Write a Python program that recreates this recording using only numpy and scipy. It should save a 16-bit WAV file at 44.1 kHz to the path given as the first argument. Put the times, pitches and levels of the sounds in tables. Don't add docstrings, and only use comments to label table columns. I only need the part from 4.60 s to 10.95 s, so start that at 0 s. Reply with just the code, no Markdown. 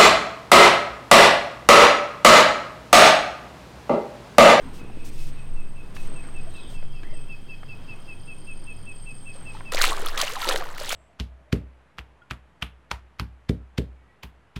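import sys
import numpy as np
from scipy import signal
from scipy.fft import rfft, irfft, next_fast_len
from scipy.io import wavfile
from scipy.ndimage import map_coordinates

SR = 44100
rng = np.random.default_rng(int(sys.argv[2]) if len(sys.argv) > 2 else 0)


def wrap_up_sound(samples):
    columns = np.atleast_2d(samples).T
    tamed = np.clip(columns, -1, 1)
    steps = np.round(tamed * 32767).astype(np.int16)
    wavfile.write(sys.argv[1], SR, steps)


N = 280035
T = np.arange(N) / SR
WADE_S = 5.118

# (start [s], rise [s], hold [s], low tread level [dB], shuffle level [dB])
FOOTFALLS = [(0, 0.0067, 0.077, -48, -42.5), (.17, 0.027, 0.04, -43, -47.5), (.34, .04, 0.15, -49.5, -55),
             (.65, 0.027, 0.31, -56, -51), (1.05, .45, .05, -49.5, -43.5), (1.6, 0.076, 0.41, -53.5, -47.5),
             (2.38, 0.033, 0.2, -54.5, -54), (2.95, 0.24, 0.27, -72, -49), (3.7, .3, .1, -55, -57),
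             (4.72, 0.054, 0.44, -65.5, -48)]
FOOT_RELEASE_DB_PER_S = 54


def amp(db):
    return 10 ** (np.asarray(db) / 20)


def unit(x):
    return x / np.sqrt(np.mean(x ** 2) + 1e-20)


def noise(size=N):
    return rng.standard_normal(size)


def wobble(rate):
    return map_coordinates(noise(size=int(N * rate / SR) + 4), [T * rate])


def filtered(x, response):
    padded = next_fast_len(len(x) + 8192)
    spectrum = rfft(x, padded) * response(np.fft.rfftfreq(padded, 1 / SR))
    return irfft(spectrum, padded)[:len(x)]


def coloured(x, points):
    f, db = np.transpose(points)
    return unit(filtered(x, lambda hz: amp(np.interp(np.log(hz + 1), np.log(f), db))))


def resonance(x, centre_hz, width_hz, order=1):
    def response(f):
        damping = 1j * f * width_hz
        return (damping / (centre_hz ** 2 - f * f + damping)) ** order

    return unit(filtered(x, response))


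def add(track, s, sound):
    part = track[max(0, round(s * SR)):][:len(sound)]
    part += sound[:len(part)]


def envelope(start, rise, hold, fade_db_per_s):
    age = T - start
    return np.clip(age / rise, 0, 1) * amp(-fade_db_per_s * np.maximum(age - rise - hold, 0))


def swells(rows, fade_db_per_s, rest_db):
    power = sum((amp(db) * envelope(s, rise, hold, fade_db_per_s)) ** 2 for s, rise, hold, db in rows)
    return np.sqrt(power + amp(rest_db) ** 2)


def layer(rows, index):
    return [(s, rise, hold, levels[index]) for s, rise, hold, *levels in rows]


def pulses(phase, width):
    return np.exp(-.5 * (((phase + .5) % 1 - .5) / width) ** 2)


def bubble(t, hz, t60, rise):
    life = np.minimum(t / t60, 2)
    ring = np.sin(2 * np.pi * hz * t * (1 + rise * (life - .5)))
    return ring * amp(-60 * life) * (1 - np.exp(-2 * hz * t))


def bubbles(per_s, low_hz, high_hz, cycles, spread_db):
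    count = int(per_s * (N / SR - WADE_S))
    when, pitch, life, size = rng.random((count, 4)).T[:, :, None]
    hz = low_hz * (high_hz / low_hz) ** pitch
    t = np.arange(1200) / SR
    t60 = np.minimum(cycles * 2 ** (2 * life - 1) / hz, t[-1])
    strength = amp(-spread_db * np.log(1 - .97 * size))
    rings = strength * np.sqrt(hz / t60) * bubble(t, hz, t60, rise=0.092)
    start = (SR * WADE_S + when * (N - SR * WADE_S)).astype(int)
    return np.bincount((start + np.arange(len(t))).ravel(), rings.ravel(), N)[:N]


def glide(length, first_hz, last_hz, width_hz):
    size = int(length * SR)
    drift = map_coordinates(noise(size=1024), [T[:size] * width_hz])
    hz = np.linspace(first_hz, last_hz, size) + width_hz * drift
    return signal.windows.tukey(size, .7) * np.sin(2 * np.pi * np.cumsum(hz) / SR)


def night():
    # (frequency [Hz], relative level [dB])
    air_spectrum = [(20, -0.5), (32, -3.5), (70, -1.5), (160, -3), (260, -10.5), (450, -14), (1000, -15.5),
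                    (2000, -22.5), (3000, -24.5), (4000, -30.5), (6000, -37), (12000, -48)]
    # (frequency [Hz], width [Hz], level [dB])
    drone_inland = [(57.7, 1.07, -51), (85.4, 3, -57), (119.45, 11, -52), (139.2, 5.8, -51.5)]
    # (frequency [Hz], width [Hz], level [dB])
    drone_bank = [(54, 9.8, -56.5), (99.04, 5.1, -50), (123.7, 3.1, -59), (140.2, 30, -54),
                  (179.4, 13, -63)]
    bank_s, air_db = 2.66, -50.5

    def drone(lines):
        return sum(amp(db) * resonance(noise(), hz, width, order=2) for hz, width, db in lines)

    air_gain = swells(layer(FOOTFALLS, 1), FOOT_RELEASE_DB_PER_S, air_db)
    engine = np.where(T < bank_s, drone(drone_inland), drone(drone_bank))
    hiss = amp(-68) * coloured(noise(), [(2000, -2), (6000, -4), (11000, -3), (15500, -12)])
    return air_gain * coloured(noise(), air_spectrum) + engine + hiss


def sway():
    # (time of full strength [s], sway level [dB])
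    jolts = [(.38, -26), (.6, -21), (.94, -19.5), (1.43, -20.5), (1.78, -23), (2.2, -21), (2.5, -22),
             (3.93, -30), (5.18, -18.5), (5.42, -22), (5.92, -25)]
    rise_s, hold_s, fade_db_per_s = 0.085, 0.057, 62
    steady_hand_db, rumble_db = -33.5, -29.5
    rows = [(s - rise_s, rise_s, hold_s, db) for s, db in jolts]
    motion = swells(rows, fade_db_per_s, steady_hand_db)
    swing = np.sin(2 * np.pi * 11 * T + 1.04 * wobble(8.2))
    rumble = resonance(noise(), 31.5, 20, order=3)
    return motion * (unit(swing) + amp(rumble_db) * rumble)


def katydid(hz, rate, beat_s, waver, rasp):
    phase = (T - beat_s) * rate + .012 * wobble(3)
    strokes = pulses(phase, 0.078) + pulses(phase - .34, 0.079) + 0.29 * pulses(phase - .64, 0.045)
    tone = np.sin(2 * np.pi * hz * T + waver * wobble(130))
    ring = tone + rasp * resonance(noise(), hz, 460, order=2)
    echoes = amp(-11.0) * resonance(noise(), hz, 420, order=3)
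    return resonance(strokes * ring + echoes, hz, 890, order=3)


def rattler():
    phrase = (T - 3.95) % .182
    stroke = (phrase - .017) / .0355
    force = np.interp(stroke, [0, 2, 3, 3.5], [1, 1, .4, 0])
    upper = pulses(stroke + .06, .1) * resonance(noise(), 5020, 620, order=3)
    lower = .8 * pulses(stroke - .1, .12) * resonance(noise(), 4720, 620, order=3)
    linger = np.interp(stroke, [-.5, 1, 2.5, 4], [.8, 1.5, 1.5, .8])
    band = [(3500, -40), (4300, -5.5), (4900, 0), (5250, -3.5), (5550, -36), (6500, -50)]
    return unit(unit(force * (upper + lower)) + linger * coloured(noise(), band))


def cricket():
    # (time [s], level [dB], pitch [Hz])
    nearness = [(0.17, -58, 2573), (0.77, -58, 2560), (.96, -51, 2625), (1.15, -52.5, 2605),
                (1.74, -45, 2595), (2.14, -49, 2623), (2.52, -55.5, 2622), (2.66, -41.5, 2608),
                (5.05, -41.5, 2604)]
    # (first chirp [s], end [s])
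    chirp_runs = [(0.168, 2.6), (2.686, 5.1)]
    period_s, scatter_db, scatter_hz = .1968, .5, 4.8
    direct, radiated, t = np.zeros(N), np.zeros(N), T[:SR // 10]
    swell_db = [-17, -6.0, 3.0, 1.5, 0, -19, -45]
    swell = amp(np.interp(t, [0, .007, .02, .042, .06, .075, .095], swell_db))
    sag_hz = np.interp(t, [0, .014, .03, .05, .07], [-34, 88.5, 22.5, -31.5, -73])
    when, level_db, pitch_hz = np.transpose(nearness)
    for s in np.concatenate([np.arange(first, end, period_s) for first, end in chirp_runs]):
        hz = np.interp(s, when, pitch_hz) + rng.normal(0, scatter_hz)
        db = np.interp(s, when, level_db) + rng.normal(0, scatter_db)
        chirp = swell * np.sin(2 * np.pi * np.cumsum(hz + sag_hz) / SR)
        add(direct, s, amp(db) * chirp)
        add(radiated, s, chirp)
    tail = noise(size=SR // 2) * amp(-60 * T[:SR // 2] / .38)
    echo = signal.fftconvolve(radiated, tail / np.linalg.norm(tail))[:N]
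    return direct + amp(-54) * echo


def insects():
    # (start [s], rise [s], hold [s], level [dB], singer [0 lower, 1 higher])
    phrases = [(0, 0.09, 0.043, -63, 0), (.36, 0.033, 0.77, -63.5, 0), (1.33, 0.17, 0.16, -53, 0),
               (1.7, 0.028, 0.41, -57.5, 0), (2.52, 0.022, 0.063, -53, 0), (4.198, 0.17, 0.55, -55, 0),
               (.38, .08, .3, -67.5, 1), (1.3, 0.35, 0.33, -64, 1), (2.45, 0.092, .08, -78, 1),
               (3.2, 0.65, .92, -56, 1)]
    phrase_fades = [152, 22]
    katydid_far_db = -70.5
    low_gain, high_gain = (
        swells([row for *row, who in phrases if round(who) == singer], fade, katydid_far_db)
        for singer, fade in enumerate(phrase_fades))
    far_gain = swells([(1.1, 0.95, 0, -60.5)], fade_db_per_s=1.15, rest_db=-75)
    rattle_gain = swells([(1.2, 0.91, 0, -66.5)], fade_db_per_s=0, rest_db=-74.5)
    high = katydid(8605, rate=15.7, beat_s=3.913, waver=.7, rasp=.25)
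    low = katydid(8372, rate=14.9, beat_s=4.295, waver=.45, rasp=.2)
    far = resonance(noise(), 3186, 190, order=2)
    return high_gain * high + low_gain * low + far_gain * far + rattle_gain * rattler() + cricket()


def mud_steps():
    # (frequency [Hz], relative level [dB])
    tread = [(90, -46), (180, 6.5), (290, 3), (450, -1), (800, -18), (2000, -41.5), (5000, -72)]
    # (time [s], level [dB], pitch [Hz], time to die by 60 dB [s])
    squelches = [(.019, -42, 264, 0.12), (.214, -27, 600, 0.0085), (.247, -35, 430, 0.027),
                 (.298, -36.5, 770, 0.027), (.369, -28.5, 288, 0.038), (1.365, -24, 1310, 0.0035),
                 (1.516, -34.5, 290, 0.088), (1.639, -44.5, 2220, 0.038), (1.686, -36, 1210, 0.031),
                 (1.869, -42, 675, 0.12), (2.112, -32, 135, .05), (2.126, -32, 600, 0.0064),
                 (2.2273, -28.5, 700, 0.0035), (2.431, -36, 323, 0.034), (2.433, -30, 1630, 0.0097),
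                 (3.032, -27.5, 850, 0.0026), (4.753, -40, 547, 0.064), (4.812, -37.5, 1500, 0.015),
                 (4.949, -35, 897, 0.059), (4.968, -37, 1310, .03), (5.007, -26.5, 1010, 0.012)]
    # (start [s], length [s], level [dB], strongest frequency [Hz])
    brushes = [(0.0, 0.15, -62, 2000), (0.122, 0.1, -53.5, 3600), (0.193, 0.79, -59, 2550),
               (0.435, 0.076, -49.5, 5400), (0.491, 0.18, -56, 4500), (0.554, 0.18, -52, 4440),
               (0.703, 0.17, -61, 1900), (1.341, 0.05, -51, 4000), (1.359, 0.15, -55, 3900),
               (1.607, 0.1, -55.5, 1470), (1.878, 0.15, -64, 4300), (2.075, 0.11, -56.5, 3800),
               (4.728, 0.051, -58, 3000), (4.916, 0.11, -55, 3020)]
    standing_db = -55.5
    weight = swells(layer(FOOTFALLS, 0), FOOT_RELEASE_DB_PER_S, standing_db)
    out = weight * amp(1.4 * wobble(30)) * coloured(noise(), tread)
    t = T[:SR // 8]
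    for s, db, hz, t60 in squelches:
        smack = .42 * resonance(noise(size=len(t)), hz, 1.6 * hz, order=3) * amp(-60 * t / .022)
        add(out, s, amp(db) * (bubble(t, hz, t60, rise=0.073) + smack))
    for s, length, db, hz in brushes:
        size = int(length * SR)
        fibres = noise(size=size) * amp(2.5 * noise(size=size))
        order = 2 if hz < 3500 else 1
        stroke = signal.windows.tukey(size, .6) * amp(np.linspace(2, -3, size))
        add(out, s, amp(db) * stroke * resonance(fibres, hz, hz, order=order))
    return out


def gurgles():
    # (start [s], length [s], peak level [dB], first pitch [Hz], last pitch [Hz])
    cavities = [(0.043, 0.057, -38.5, 290, 233), (0.203, 0.068, -45, 335, 240),
                (2.519, 0.035, -47.5, 563, 695), (5.315, 0.034, -32, 1008, 1290),
                (5.716, 0.035, -39, 385, 640), (5.757, 0.035, -33.5, 716, 840),
                (5.817, 0.043, -29.5, 1417, 1292), (5.885, 0.025, -31, 550, 414),
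                (5.942, 0.028, -28.5, 453, 650), (5.996, 0.048, -35, 783, 620)]
    out = np.zeros(N)
    for s, length, db, first_hz, last_hz in cavities:
        add(out, s, amp(db) * glide(length, first_hz, last_hz, width_hz=0.039 * first_hz))
    return out


def sliding_tones():
    # (start [s], length [s], level of each tone [dB], first pitch [Hz], last pitch [Hz], width [Hz])
    slides = [(0.169, 0.42, -63, 2654, 2430, 183), (1.874, 0.3, -57, 4030, 3170, 257),
              (2.425, .065, -54, 1610, 2150, 109), (2.468, .11, -59, 2075, 1860, 110.6)]
    out = np.zeros(N)
    for s, length, db, first_hz, last_hz, width_hz in slides:
        add(out, s, amp(db) * sum(glide(length, first_hz, last_hz, width_hz) for _ in range(3)))
    return out


def wading():
    # (start [s], rise [s], hold [s], deep surge level [dB], slosh level [dB], spray level [dB])
    strokes = [(5.116, .008, 0.064, -37.5, -38, -35.5), (5.165, 0.017, 0.023, -48, -34, -38),
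               (5.209, 0.0061, 0.027, -53, -32, -26), (5.26, .012, 0.026, -35.5, -42, -56),
               (5.34, 0.059, 0.024, -38.5, -45.5, -43.5), (5.45, 0.0095, 0.02, -42.5, -37.5, -40.5),
               (5.52, 0.025, 0.017, -46.5, -42, -54), (5.573, 0.0035, 0.037, -49, -33.5, -29),
               (5.66, 0.029, 0.042, -48.5, -41.5, -41), (5.775, 0.041, 0.038, -64, -34, -34.5),
               (5.855, 0.038, 0.031, -33.5, -32, -34), (5.97, 0.014, 0.031, -52, -45, -57),
               (6.17, 0.028, 0.089, -54, -44.5, -38), (6.29, .018, 0.018, -45, -39.5, -30.5)]
    settling = [135, 105, 121]
    lapping = [-52, -45, -51]
    # (frequency [Hz], relative level [dB])
    surge_spectrum = [(100, -18), (230, -10), (340, -2), (520, 3), (700, -5.5), (1000, -3), (2000, -33)]
    # (frequency [Hz], relative level [dB])
    slosh_spectrum = [(300, -37), (600, -1.5), (850, -1), (1200, 2), (1800, -3.5), (2600, -15), (4000, -7),
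                      (10000, -47)]
    # (frequency [Hz], relative level [dB])
    spray_spectrum = [(600, -22), (1800, -2.5), (3000, -2), (4200, -2.5), (5500, -8.5), (8000, -9.5),
                      (11000, -15.5), (15500, -16)]
    surge_gain, slosh_gain, spray_gain = (
        swells(layer(strokes, k), settle, lapping[k]) for k, settle in enumerate(settling))
    wet = T >= WADE_S

    def water(swarm, spectrum, hiss):
        rings = coloured(swarm, spectrum)
        return rings / np.std(rings[wet]) + hiss * coloured(noise(), spectrum)

    deep = bubbles(per_s=260, low_hz=286, high_hz=900, cycles=20, spread_db=-1.0)
    middle = bubbles(per_s=520, low_hz=650, high_hz=3200, cycles=22, spread_db=3.5)
    fine = bubbles(per_s=1900, low_hz=1800, high_hz=15000, cycles=10, spread_db=5)
    surge = water(deep, surge_spectrum, hiss=0.37)
    slosh = water(middle, slosh_spectrum, hiss=.28)
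    spray = water(fine, spray_spectrum, hiss=.38)
    swirl_spectrum = [(25, 4.5), (60, -7), (120, -4.5), (300, -11.5), (1000, -46), (4000, -54)]
    swirl = amp(-47.5) * coloured(noise(), swirl_spectrum)
    return wet * (surge_gain * surge + slosh_gain * slosh + spray_gain * spray + swirl)


def splashes():
    # (time [s], peak level [dB], pitch [Hz], time to die by 60 dB [s])
    plops = [(5.147, -19, 594, 0.012), (5.171, -18, 2160, 0.009), (5.178, -18, 2360, 0.015),
             (5.2, -18.5, 1870, 0.018), (5.213, -11.5, 1490, 0.0097), (5.216, -7, 4070, 0.0057),
             (5.238, -21, 1290, 0.018), (5.239, -15, 1150, 0.0057), (5.243, -9, 1280, 0.0095),
             (5.256, -11, 2770, 0.0027), (5.321, -19, 1133, 0.03), (5.375, -25, 1190, 0.019),
             (5.461, -28, 1300, 0.045), (5.468, -20.5, 3470, 0.011), (5.613, -15, 3150, 0.0079),
             (5.626, -24.5, 776, 0.03), (5.633, -24, 585, 0.048), (5.679, -19.5, 2900, 0.016),
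             (5.766, -23.5, 1050, 0.026), (5.82, -26, 1020, 0.02), (5.846, -20, 2970, 0.007),
             (5.853, -23, 958, 0.037), (5.874, -26, 370, 0.032), (5.89, -20.5, 532, 0.048),
             (5.897, -20.5, 1100, 0.016), (5.91, -19, 1810, 0.013), (5.925, -16.5, 3380, 0.0097),
             (5.944, -23, 472, 0.044), (5.946, -16, 1010, 0.0032), (5.96, -19, 1990, 0.0056),
             (6.023, -25, 1200, 0.018), (6.294, -20, 3300, 0.0098), (6.212, -26.5, 590, 0.041),
             (6.328, -22, 675, 0.016)]
    # (time [s], peak level [dB], strongest frequency [Hz])
    slaps = [(5.121, -20.5, 2070), (5.1469, -14, 3720), (5.217, -12, 8000), (5.221, -7, 4860),
             (5.2397, -3.5, 2400), (5.2443, -14, 2600), (5.2494, -14, 4200), (5.2533, -13, 8000),
             (5.29, -27, 3980), (5.461, -22, 10000), (5.486, -19.5, 3980), (5.5769, -13, 3380),
             (5.615, -9, 4630), (5.827, -25, 4300), (5.889, -9.5, 3260), (5.894, -17.5, 5560),
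             (5.960, -12.5, 3000), (5.975, -22.5, 4050), (6.181, -25, 1790), (6.2924, -15.5, 7700),
             (6.324, -17.5, 6000), (6.3272, -17, 1390)]
    out, t = np.zeros(N), T[:SR // 12]
    for s, db, hz, t60 in plops:
        ring = bubble(t, hz, t60, rise=0.063)
        add(out, s, amp(db) * ring / np.abs(ring).max())
    for s, db, hz in slaps:
        burst = noise(size=len(t)) * amp(-60 * t / .012)
        slap = resonance(burst, hz, 0.47 * hz)
        add(out, s, amp(db) * slap / np.abs(slap).max())
    return out


def scene():
    bank = (T < WADE_S) * (night() + insects() + mud_steps() + sliding_tones())
    return (bank + wading() + splashes() + gurgles() + sway())[None]


def record(dry):
    top_hz = 15950
    return np.array([filtered(x, lambda hz: hz < top_hz) for x in dry])


dry = scene()
out = record(dry)
wrap_up_sound(out)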